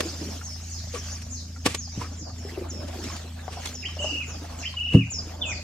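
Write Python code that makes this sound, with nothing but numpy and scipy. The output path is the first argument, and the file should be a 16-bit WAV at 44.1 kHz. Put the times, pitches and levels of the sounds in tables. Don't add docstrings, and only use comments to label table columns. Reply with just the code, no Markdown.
import sys
import numpy as np
from scipy import signal
from scipy.fft import rfft, irfft, next_fast_len
from scipy.io import wavfile
from scipy.ndimage import uniform_filter1d, map_coordinates

SR = 44100
rng = np.random.default_rng(int(sys.argv[2]) if len(sys.argv) > 2 else 0)


def unload_audio(sound):
    columns = np.transpose(np.atleast_2d(sound))
    steps = np.round(np.clip(columns, -1, 1) * 32767)
    wavfile.write(sys.argv[1], SR, steps.astype(np.int16))


N = 248275


def water():
    # (time [s], slosh [dB], lapping [dB], trickle [dB])
    wash = [(0.0, -38, -47.5, -41), (0.16, -47.5, -49, -48), (0.3, -41.5, -48.5, -46.5),
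            (0.45, -60.5, -57, -52), (0.9, -63, -58, -53.5), (1.08, -56, -52, -46),
            (1.35, -60.5, -61, -58.5), (1.86, -62, -65, -60), (2.02, -57, -51.5, -50),
            (2.25, -59, -56.5, -62), (2.5, -50.5, -50, -48), (2.76, -44, -50, -53),
            (3.06, -45.5, -44.5, -44), (3.28, -60, -53.5, -50.5), (3.54, -53, -48.5, -54.5),
            (3.67, -50, -44.5, -39), (3.78, -56, -59, -53.5), (4.12, -50.5, -48, -49),
            (4.25, -51.5, -52.5, -52.5), (4.5, -52.5, -45.5, -47.5), (4.75, -62, -57, -53),
            (5.05, -59, -59, -59.5), (5.32, -52, -47.5, -49), (5.52, -48, -47.5, -62),
            (5.63, -60, -60, -55)]
    # (time [s], level [dB])
    hiss = [(0, -55), (1.2, -62), (1.5, -63), (2.7, -74), (3.1, -59), (3.4, -69), (5.63, -75)]
    # (frequency [Hz], relative density [dB])
    slosh = [(90, -37), (180, 2.5), (280, 7), (430, -16), (600, 3), (1000, -64)]
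    lapping = [(300, -27), (520, 0.5), (700, 6), (1000, -2.5), (1600, -6), (2500, -40)]
    trickle = [(900, -23), (1700, -2), (3100, 0), (4500, -2.5), (7000, -8), (9000, -23)]
    fizz = [(5500, -45.5), (7500, 7.5), (9500, -2), (11500, -1.5), (13700, -2.5), (15300, -15),
            (16000, -21)]
    slosh_db, lap_db, trickle_db = curves(wash)
    lumps, drops = wobble(rate=30), wobble(rate=30)
    fizz_gain = np.hypot(amp(trickle_db - 8.5 + drops), amp(curves(hiss)[0]))
    return (amp(slosh_db + 1.5 * lumps) * rush(slosh, patchy_db=7.5)
            + bubbles(slosh_db - 0.6, pitch_hz=328, spread=0.269, cycles=3.1, count=500, samples=1500)
            + amp(lap_db + 1.35 * lumps + 3.7 * wobble(rate=40)) * rush(lapping, patchy_db=3)
            + bubbles(lap_db - 13.5, pitch_hz=793, spread=0.464, cycles=6.1, count=1200, samples=1100)
            + amp(trickle_db + drops) * rush(trickle, patchy_db=4.5)
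            + bubbles(trickle_db - 6.5, pitch_hz=2796, spread=0.464, cycles=2.4, count=2500, samples=500)
            + fizz_gain * rush(fizz, patchy_db=4.5))


def bubbles(level_db, pitch_hz, spread, cycles, count, samples):
    when, pitch, loud = rng.random(count), rng.standard_normal(count), rng.standard_normal(count)
    side = 2 * rng.random(count) - 1
    t = np.arange(samples) / SR
    hz = pitch_hz * np.exp(spread * np.clip(pitch, -2, 1.6))[:, None]
    fade = np.exp(-hz * t / cycles) * amp(3.4 * np.clip(loud, -2, 2))[:, None]
    rings = fade * np.sin(2 * np.pi * hz * t * (1 + 0.0186 * hz * t))
    at = ((when * N).astype(int)[:, None] + np.arange(samples)).ravel()
    pair = [np.bincount(at, (rings * amp(2.1 * ear * side)[:, None]).ravel())[:N] for ear in (1, -1)]
    return amp(level_db) * unit(np.array(pair))


def plops():
    # (time [s], level [dB], nominal pitch [Hz], left over right [dB], t60 [s])
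    drips = [(0.051, -24.5, 336, 0, 0.14), (0.212, -27, 300, -1, 0.15), (0.413, -33.5, 1400, 4, 0.043),
             (0.559, -43, 785, 7, 0.04), (0.838, -43, 670, 9, .045), (0.871, -43, 620, 13, .055),
             (0.94, -27, 491, 6.5, 0.084), (0.955, -36, 1190, 7, 0.15), (0.958, -33, 403, .1, .1),
             (1.266, -39.5, 643, 8, .043), (1.562, -42.5, 1405, 4, .07), (1.875, -42.5, 800, 15, 0.043),
             (2.013, -25, 1012, -6, 0.053), (2.041, -40, 1307, 2.1, .14), (2.118, -34.5, 297, 1.5, 0.076),
             (2.211, -35, 317, 1.1, .09), (2.298, -44, 1215, -3, .06), (2.449, -31, 406, 2.1, .11),
             (2.523, -30.5, 358, .1, 0.077), (2.576, -20.5, 390.9, 2.1, 0.07),
             (2.612, -22.5, 351, 0.5, 0.088), (2.81, -33, 324, -2.1, 0.055), (2.955, -33, 373, .1, 0.07),
             (2.988, -26, 360, .1, 0.077), (3.04, -34, 320, -1, 0.15), (3.1, -36, 1120, -2.1, 0.098),
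             (3.243, -35.5, 378, 4, 0.072), (3.392, -42.5, 1740, .1, 0.089), (3.481, -20.5, 753, 9, 0.032),
             (3.571, -33, 770, -0.73, .11), (3.889, -41, 1180, 3, 0.066), (3.967, -32, 632, -0.4, .09),
             (3.998, -31.5, 598, 2, 0.28), (4.042, -20.5, 617, 2.5, 0.088), (4.115, -32, 294, 0, 0.26),
             (4.417, -33.5, 297, -1, 0.12), (4.739, -37.5, 1065, 2.1, 0.053), (5.271, -27, 310, 2, 0.057),
             (5.449, -40, 620, 0, .12), (5.589, -36.5, 600, 6, .075)]
    out, t = np.zeros((2, N)), np.arange(SR // 6) / SR
    for s, db, hz, pan_db, t60 in drips:
        fade = amp(-60 * t / t60) * (1 - np.exp(-t * hz / 1.2))
        tone = np.sin(2 * np.pi * hz * (0.964 * t + 0.073 * t * t / t60))
        bands = lambda f: np.exp(-np.log((f + 1) / [[hz], [2 * hz]]) ** 2 / [[0.31], [0.9]])
        gurgle, snap = filtered(rng.standard_normal(len(t)), bands)
        click = 0.14 * amp(-60 * t / 0.0054) * unit(snap)
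        add(out, s - .001, amp(db) * (fade * (tone + 0.44 * unit(gurgle)) + click), pan_db)
    return out


def smacks():
    # (time [s], spray [dB], body over spray [dB], time scale [s])
    splashes = [(.004, -20, .1, 0.0059), (0.946, -35, -6, 0.028), (0.971, -41.5, 1.5, 0.021),
                (1.219, -39.5, -27, 0.01), (1.66, -15.5, -0.4, 0.011), (1.697, -33, -16, 0.063),
                (1.746, -21.5, -8, 0.0073), (2.015, -41.5, 4, 0.048), (2.881, -39.5, -30, 0.012),
                (3.039, -34, -14, 0.0056), (3.163, -36, -12, 0.0061), (3.53, -39.5, -9.5, 0.037),
                (3.656, -24.5, -22.5, 0.0059), (3.67, -27.5, -26, 0.002), (4.938, -40.5, 4.5, 0.037)]
    # (frequency [Hz], relative density [dB])
    spectrum = [(1470, -1), (2500, 4.5), (3040, 1.5), (3310, 2), (8080, -2), (14700, -21.5), (16000, -52)]
    # (centre [Hz], width [Hz], relative level [dB])
    cavity = [(269, 38, -1.5), (477, 84, -4.5), (1152, 69, -5), (1725, 220, -12), (2580, 1500, -18.5)]
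    out, t = np.zeros((2, N)), np.arange(SR // 5) / SR - .04
    hollow = lambda f: sum((-1) ** k * amp(db) * 1j * f * width / (hz * hz - f * f + 1j * f * width)
                           for k, (hz, width, db) in enumerate(cavity))
    for s, db, body_db, spread in splashes:
        swell = lambda rise, fall: np.exp(-np.abs(t - .003) / (spread * np.where(t < .003, rise, fall)))
        top, side, low = rng.standard_normal((3, len(t)))
        spray = filtered(np.array([top + 0.32 * side, top - 1.24 * side]),
                         lambda hz: amp(along(spectrum, hz)))
        body = filtered(np.array([low + 0.17 * side, low - 0.13 * side]), hollow)
        splash = swell(0.43, 0.68) * unit(spray) + amp(body_db) * swell(0.34, 0.87) * unit(body)
        add(out, s + t[0], amp(db) * splash, pan_db=2.5)
    return out


def hull():
    # (time [s], level [dB], contact [s], damping [factor])
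    blows = [(1.6619, -24.5, 0.0028, 1.2), (1.976, -17, 0.0038, 1.97), (2.227, -28, 0.0023, 3.9),
             (2.792, -33, 0.0016, 2.7), (4.929, -30, 0.0022, 1.1), (4.9429, -18.5, 0.00059, 2.2),
             (4.949, -4, 0.0022, 0.9)]
    # (frequency [Hz], relative level [dB], t60 at damping 1 [s])
    modes = [(78.4, -21.5, 0.23), (113.5, -4.5, 0.27), (144, 10.5, 0.035), (159, -9.5, 0.25),
             (192.8, -4, 0.18), (267.3, -1, 0.158), (309, -11.5, 0.15), (366, -7, 0.11), (476, -6, 0.086),
             (640, -18, 0.084)]
    out, t = np.zeros((2, N)), np.arange(SR // 2) / SR
    for s, db, contact, damping in blows:
        ring = sum(amp(level - 60 * damping * t / t60) * np.sin(2 * np.pi * hz * t)
                   / (1 + (hz * contact) ** 2) for hz, level, t60 in modes)
        add(out, s, -amp(db) * ring * (1 - np.exp(-t / contact)))
    return out


def singer():
    syllables_per_s, uneven_syllables = 28, 0.147
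    out, flutter, wander = np.zeros((2, N)), wobble(rate=90), wobble(rate=15)
    for rows in song():
        s, *cols = np.transpose(rows)
        t = np.arange(s[0], s[-1], 1 / SR)
        at = (t * SR).astype(int)
        hz, db, depth = [np.interp(t, s, c) for c in cols]
        beat = ((t - s[0]) * syllables_per_s + uneven_syllables * wander[at]) % 1
        gate = 1 - np.clip(depth / 100, 0, .85) * (1 - np.abs(np.sin(np.pi * beat ** .8)) ** .7)
        sweep = 2 * np.sin(np.pi * beat * .55) - 1.3
        note = np.sqrt(2) * amp(db) * gate * np.sin(2 * np.pi * np.cumsum(hz + depth * sweep) / SR)
        add(out, s[0], note * amp(1.1 * flutter[at]), pan_db=-1.5)
        add(out, s[0] + 0.003, amp(-2) * echo(note))
    return out


def song():
    # (time from its start [s], pitch [Hz], relative level [dB])
    hook = [(0, 2870, -13), (.006, 2700, -5.5), (.021, 1790, -11), (0.029, 2770, 2.1), (0.039, 3190, -1),
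            (.058, 3050, -12), (.076, 3080, -33)]
    # (time [s], level [dB])
    hooks = [(3.825, -32.5), (4.626, -32.5)]
    # (time [s], length [s], first pitch [Hz], last pitch [Hz], level [dB])
    trills = [(3.982, 0.22, 2900, 2754, -32.5), (4.76, .238, 2840, 2802, -31)]
    # (time after it [s], pitch [Hz], relative level [dB])
    drop = [(0.014, 2550, -2), (.032, 2354, -10), (.045, 1970, -18.5)]
    # (time [s], pitch [Hz], level [dB])
    slide = [(5.412, 3630, -45.5), (5.419, 3536, -26.5), (5.426, 3480, -31.5), (5.432, 3080, -32.5),
             (5.456, 2602, -37), (5.511, 2450, -34), (5.529, 1965, -40.5), (5.54, 1690, -62)]
    depth_hz, attack_s, rise_db = 171, 0.011, 28
    notes = [[(s + dt, hz, db + d, 0) for dt, hz, d in hook] for s, db in hooks]
    for s, length, first, last, db in trills:
        trill = [(s, first, db - rise_db, depth_hz), (s + attack_s, first, db, depth_hz),
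                 (s + length, last, db, depth_hz)]
        notes.append(trill + [(s + length + dt, hz, db + d, 0) for dt, hz, d in drop])
    return notes + [[(*row, 0) for row in slide]]


def chirps():
    # (time [s], top pitch [Hz], end pitch [Hz], time to knee [s], length [s], level [dB], echo [dB])
    calls = [(0.072, 6900, 4482, 0.035, .1, -46, -8), (0.439, 6650, 4750, 0.036, 0.12, -42.5, 0),
             (0.692, 7270, 3980, 0.052, 0.12, -55, 14), (0.956, 6980, 4670, .05, 0.16, -48, -4),
             (1.074, 6410, 5200, 0.063, 0.074, -46.5, -5), (1.295, 7040, 4300, 0.062, .12, -54, 13.5),
             (1.768, 6860, 4500, 0.061, 0.11, -41, -2.5), (1.969, 6180, 4570, 0.024, 0.077, -49.5, 2.5),
             (2.161, 7170, 4050, .05, .14, -52, 7), (2.367, 7450, 4730, 0.034, 0.14, -51, 2),
             (2.686, 7240, 4790, .028, 0.14, -45, 1), (3.733, 7100, 4600, .027, 0.13, -42, -3.5),
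             (3.989, 7370, 4540, 0.068, 0.13, -53.5, 11.5), (4.098, 4770, 4710, 0.0036, 0.032, -43, -7),
             (4.261, 7060, 4380, 0.051, 0.11, -49, 4.5), (4.569, 7140, 4355, 0.044, 0.14, -51.5, 8.5),
             (5.101, 7130, 4640, 0.041, 0.11, -34, -2.5), (5.45, 7230, 4280, .068, 0.14, -49.5, 9.5)]
    contour = [-4.5, 4, 0, -1.5, -9.5]
    knee_hz, husk_hz, husk_db, blur_hz_per_db = 5450, 45, 3.5, 30
    out, flutter, waver = np.zeros((2, N)), wobble(rate=140), wobble(rate=340)
    for s, top_hz, end_hz, knee, length, db, echo_db in calls:
        t, at = np.arange(round(length * SR)) / SR, round(s * SR)
        marks = [0, .45 * knee, knee, .85 * length, length]
        pitches = [top_hz, .97 * top_hz, min(knee_hz, top_hz), min(1.085 * end_hz, top_hz), end_hz]
        blur = (husk_hz + blur_hz_per_db * max(echo_db, 0)) * waver[at:][:len(t)]
        hz = np.interp(t, marks, pitches) + blur
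        note = amp(db + np.interp(t, marks, contour)) * np.sin(2 * np.pi * np.cumsum(hz) / SR)
        add(out, s, note * amp(husk_db * flutter[at:][:len(t)] - .6 * np.clip(echo_db, 0, 20)))
        add(out, s + 0.002, amp(echo_db) * echo(note))
    return out


def echo(note):
    # (frequency [Hz], t60 [s])
    trees = [(1500, 0.7), (3000, 0.36), (7000, 0.58)]
    hz, t, noise = signal.stft(rng.standard_normal((2, SR // 2)), SR, nperseg=256)
    fading = amp(-60 * t / along(trees, hz)[:, None]) + 1.33 * amp(-60 * t / 0.052)
    tail = signal.istft(noise * fading, SR, nperseg=256)[1]
    energy = SR * trees[1][1] / (2 * np.log(1000))
    return signal.fftconvolve(note[None], tail / np.sqrt(energy), axes=1)


def engine():
    # (multiple of the firing rate, rms level [dB])
    orders = [(2, -51), (3, -37), (4, -62), (5, -57.5), (6, -58.5), (7, -56.5), (8, -62.5), (9, -54)]
    firing_hz = 27.57
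    dip_s, half_width_s, dip_db = 5.12, 0.012, -24
    turns = np.cumsum(firing_hz * (1 + 0.0024 * wobble(rate=2.78))) / SR
    waver = lambda db: np.interp(db, [-55, -38], [3.5, 1.2]) * wobble(rate=9)
    dip = amp(dip_db * np.exp(-((np.arange(N) / SR - dip_s) / half_width_s) ** 4))
    return dip * sum(np.sqrt(2) * amp(db + waver(db)) * np.sin(2 * np.pi * (k * turns + rng.random()))
                     for k, db in orders)


def flock():
    # (time [s], level [dB])
    twitter = [(0, -39), (.2, -41), (.5, -47.5), (1.05, -41), (1.46, -51.5), (1.9, -45.5), (2.2, -51.5),
               (2.75, -61.5), (3.05, -43), (3.17, -42), (3.31, -63.5), (3.65, -43.5), (3.78, -50.5),
               (4.1, -46), (4.6, -57), (5.63, -53)]
    # (frequency [Hz], relative density [dB])
    spectrum = [(3300, -29), (4200, -9), (5200, 1), (6800, -2.5), (7400, -10.5), (8200, -46.5)]
    return amp(curves(twitter)[0] + 0.41 * wobble(rate=12)) * rush(spectrum, patchy_db=5)


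def air():
    # (frequency [Hz], relative density [dB])
    spectrum = [(15, -49), (30, -27), (53, 3.5), (84, -12), (108, 3), (134, -12), (249, -10), (330, -33),
                (700, -36), (3700, -42), (7100, -63), (16000, -55)]
    return amp(-48.5) * rush(spectrum, patchy_db=4.5)


def rush(spectrum, patchy_db):
    # (frequency [Hz], correlation)
    alike = [(150, 1), (300, 0.88), (600, 0.067), (1200, 0.64), (2500, 0.35), (6000, 0.23), (9000, 0.93),
             (16000, 0.11)]
    noise = signal.stft(rng.standard_normal((2, N)), nperseg=512)[2]
    patches = uniform_filter1d(rng.standard_normal(noise.shape[1:]), size=5, axis=0)
    patches = uniform_filter1d(patches, size=5, axis=1)
    pair = signal.istft(noise * amp(patchy_db * unit(patches)), nperseg=512)[1][:, :N]
    turn = lambda hz: np.arccos(np.clip(along(alike, hz), -1, 1)) / 2
    mid, side = filtered(pair, lambda hz: amp(along(spectrum, hz)) * [np.cos(turn(hz)), np.sin(turn(hz))])
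    return unit(np.array([mid + side, mid - side]))


def amp(db):
    return 10 ** (np.asarray(db) / 20)


def unit(x):
    return x / np.sqrt(np.mean(x ** 2) + 1e-20)


def along(points, hz):
    f, v = np.transpose(points)
    return np.interp(np.log(hz + 1), np.log(f + 1), v)


def curves(rows):
    s, *cols = np.transpose(rows)
    return [np.interp(np.arange(N) / SR, s, c) for c in cols]


def wobble(rate):
    return map_coordinates(rng.standard_normal(2000), [np.arange(N) * rate / SR])


def filtered(x, response):
    n = x.shape[-1]
    m = next_fast_len(n + 4096)
    return irfft(rfft(x, m) * response(np.fft.rfftfreq(m, 1 / SR)), m)[..., :n]


def add(out, s, x, pan_db=0):
    at = round(s * SR)
    x = x[..., max(-at, 0):]
    part = out[:, max(at, 0):][:, :x.shape[-1]]
    part += (x * amp([[pan_db / 2], [-pan_db / 2]]))[:, :part.shape[1]]


def scene():
    return engine() + water() + air() + plops() + smacks() + hull() + flock() + chirps() + singer()


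def record(dry):
    low_hz, top_hz = 57, 15800
    lag = lambda hz: .000055 * np.array([[-.5], [.5]]) / (1 + hz / 8000)
    low_cut = lambda hz: -hz ** 2 / (low_hz ** 2 - hz ** 2 + np.sqrt(2) * 1j * hz * low_hz)
    return filtered(dry, lambda hz: low_cut(hz) * np.exp(-2j * np.pi * hz * lag(hz)) * (hz < top_hz))


dry = scene()
out = record(dry)
unload_audio(out)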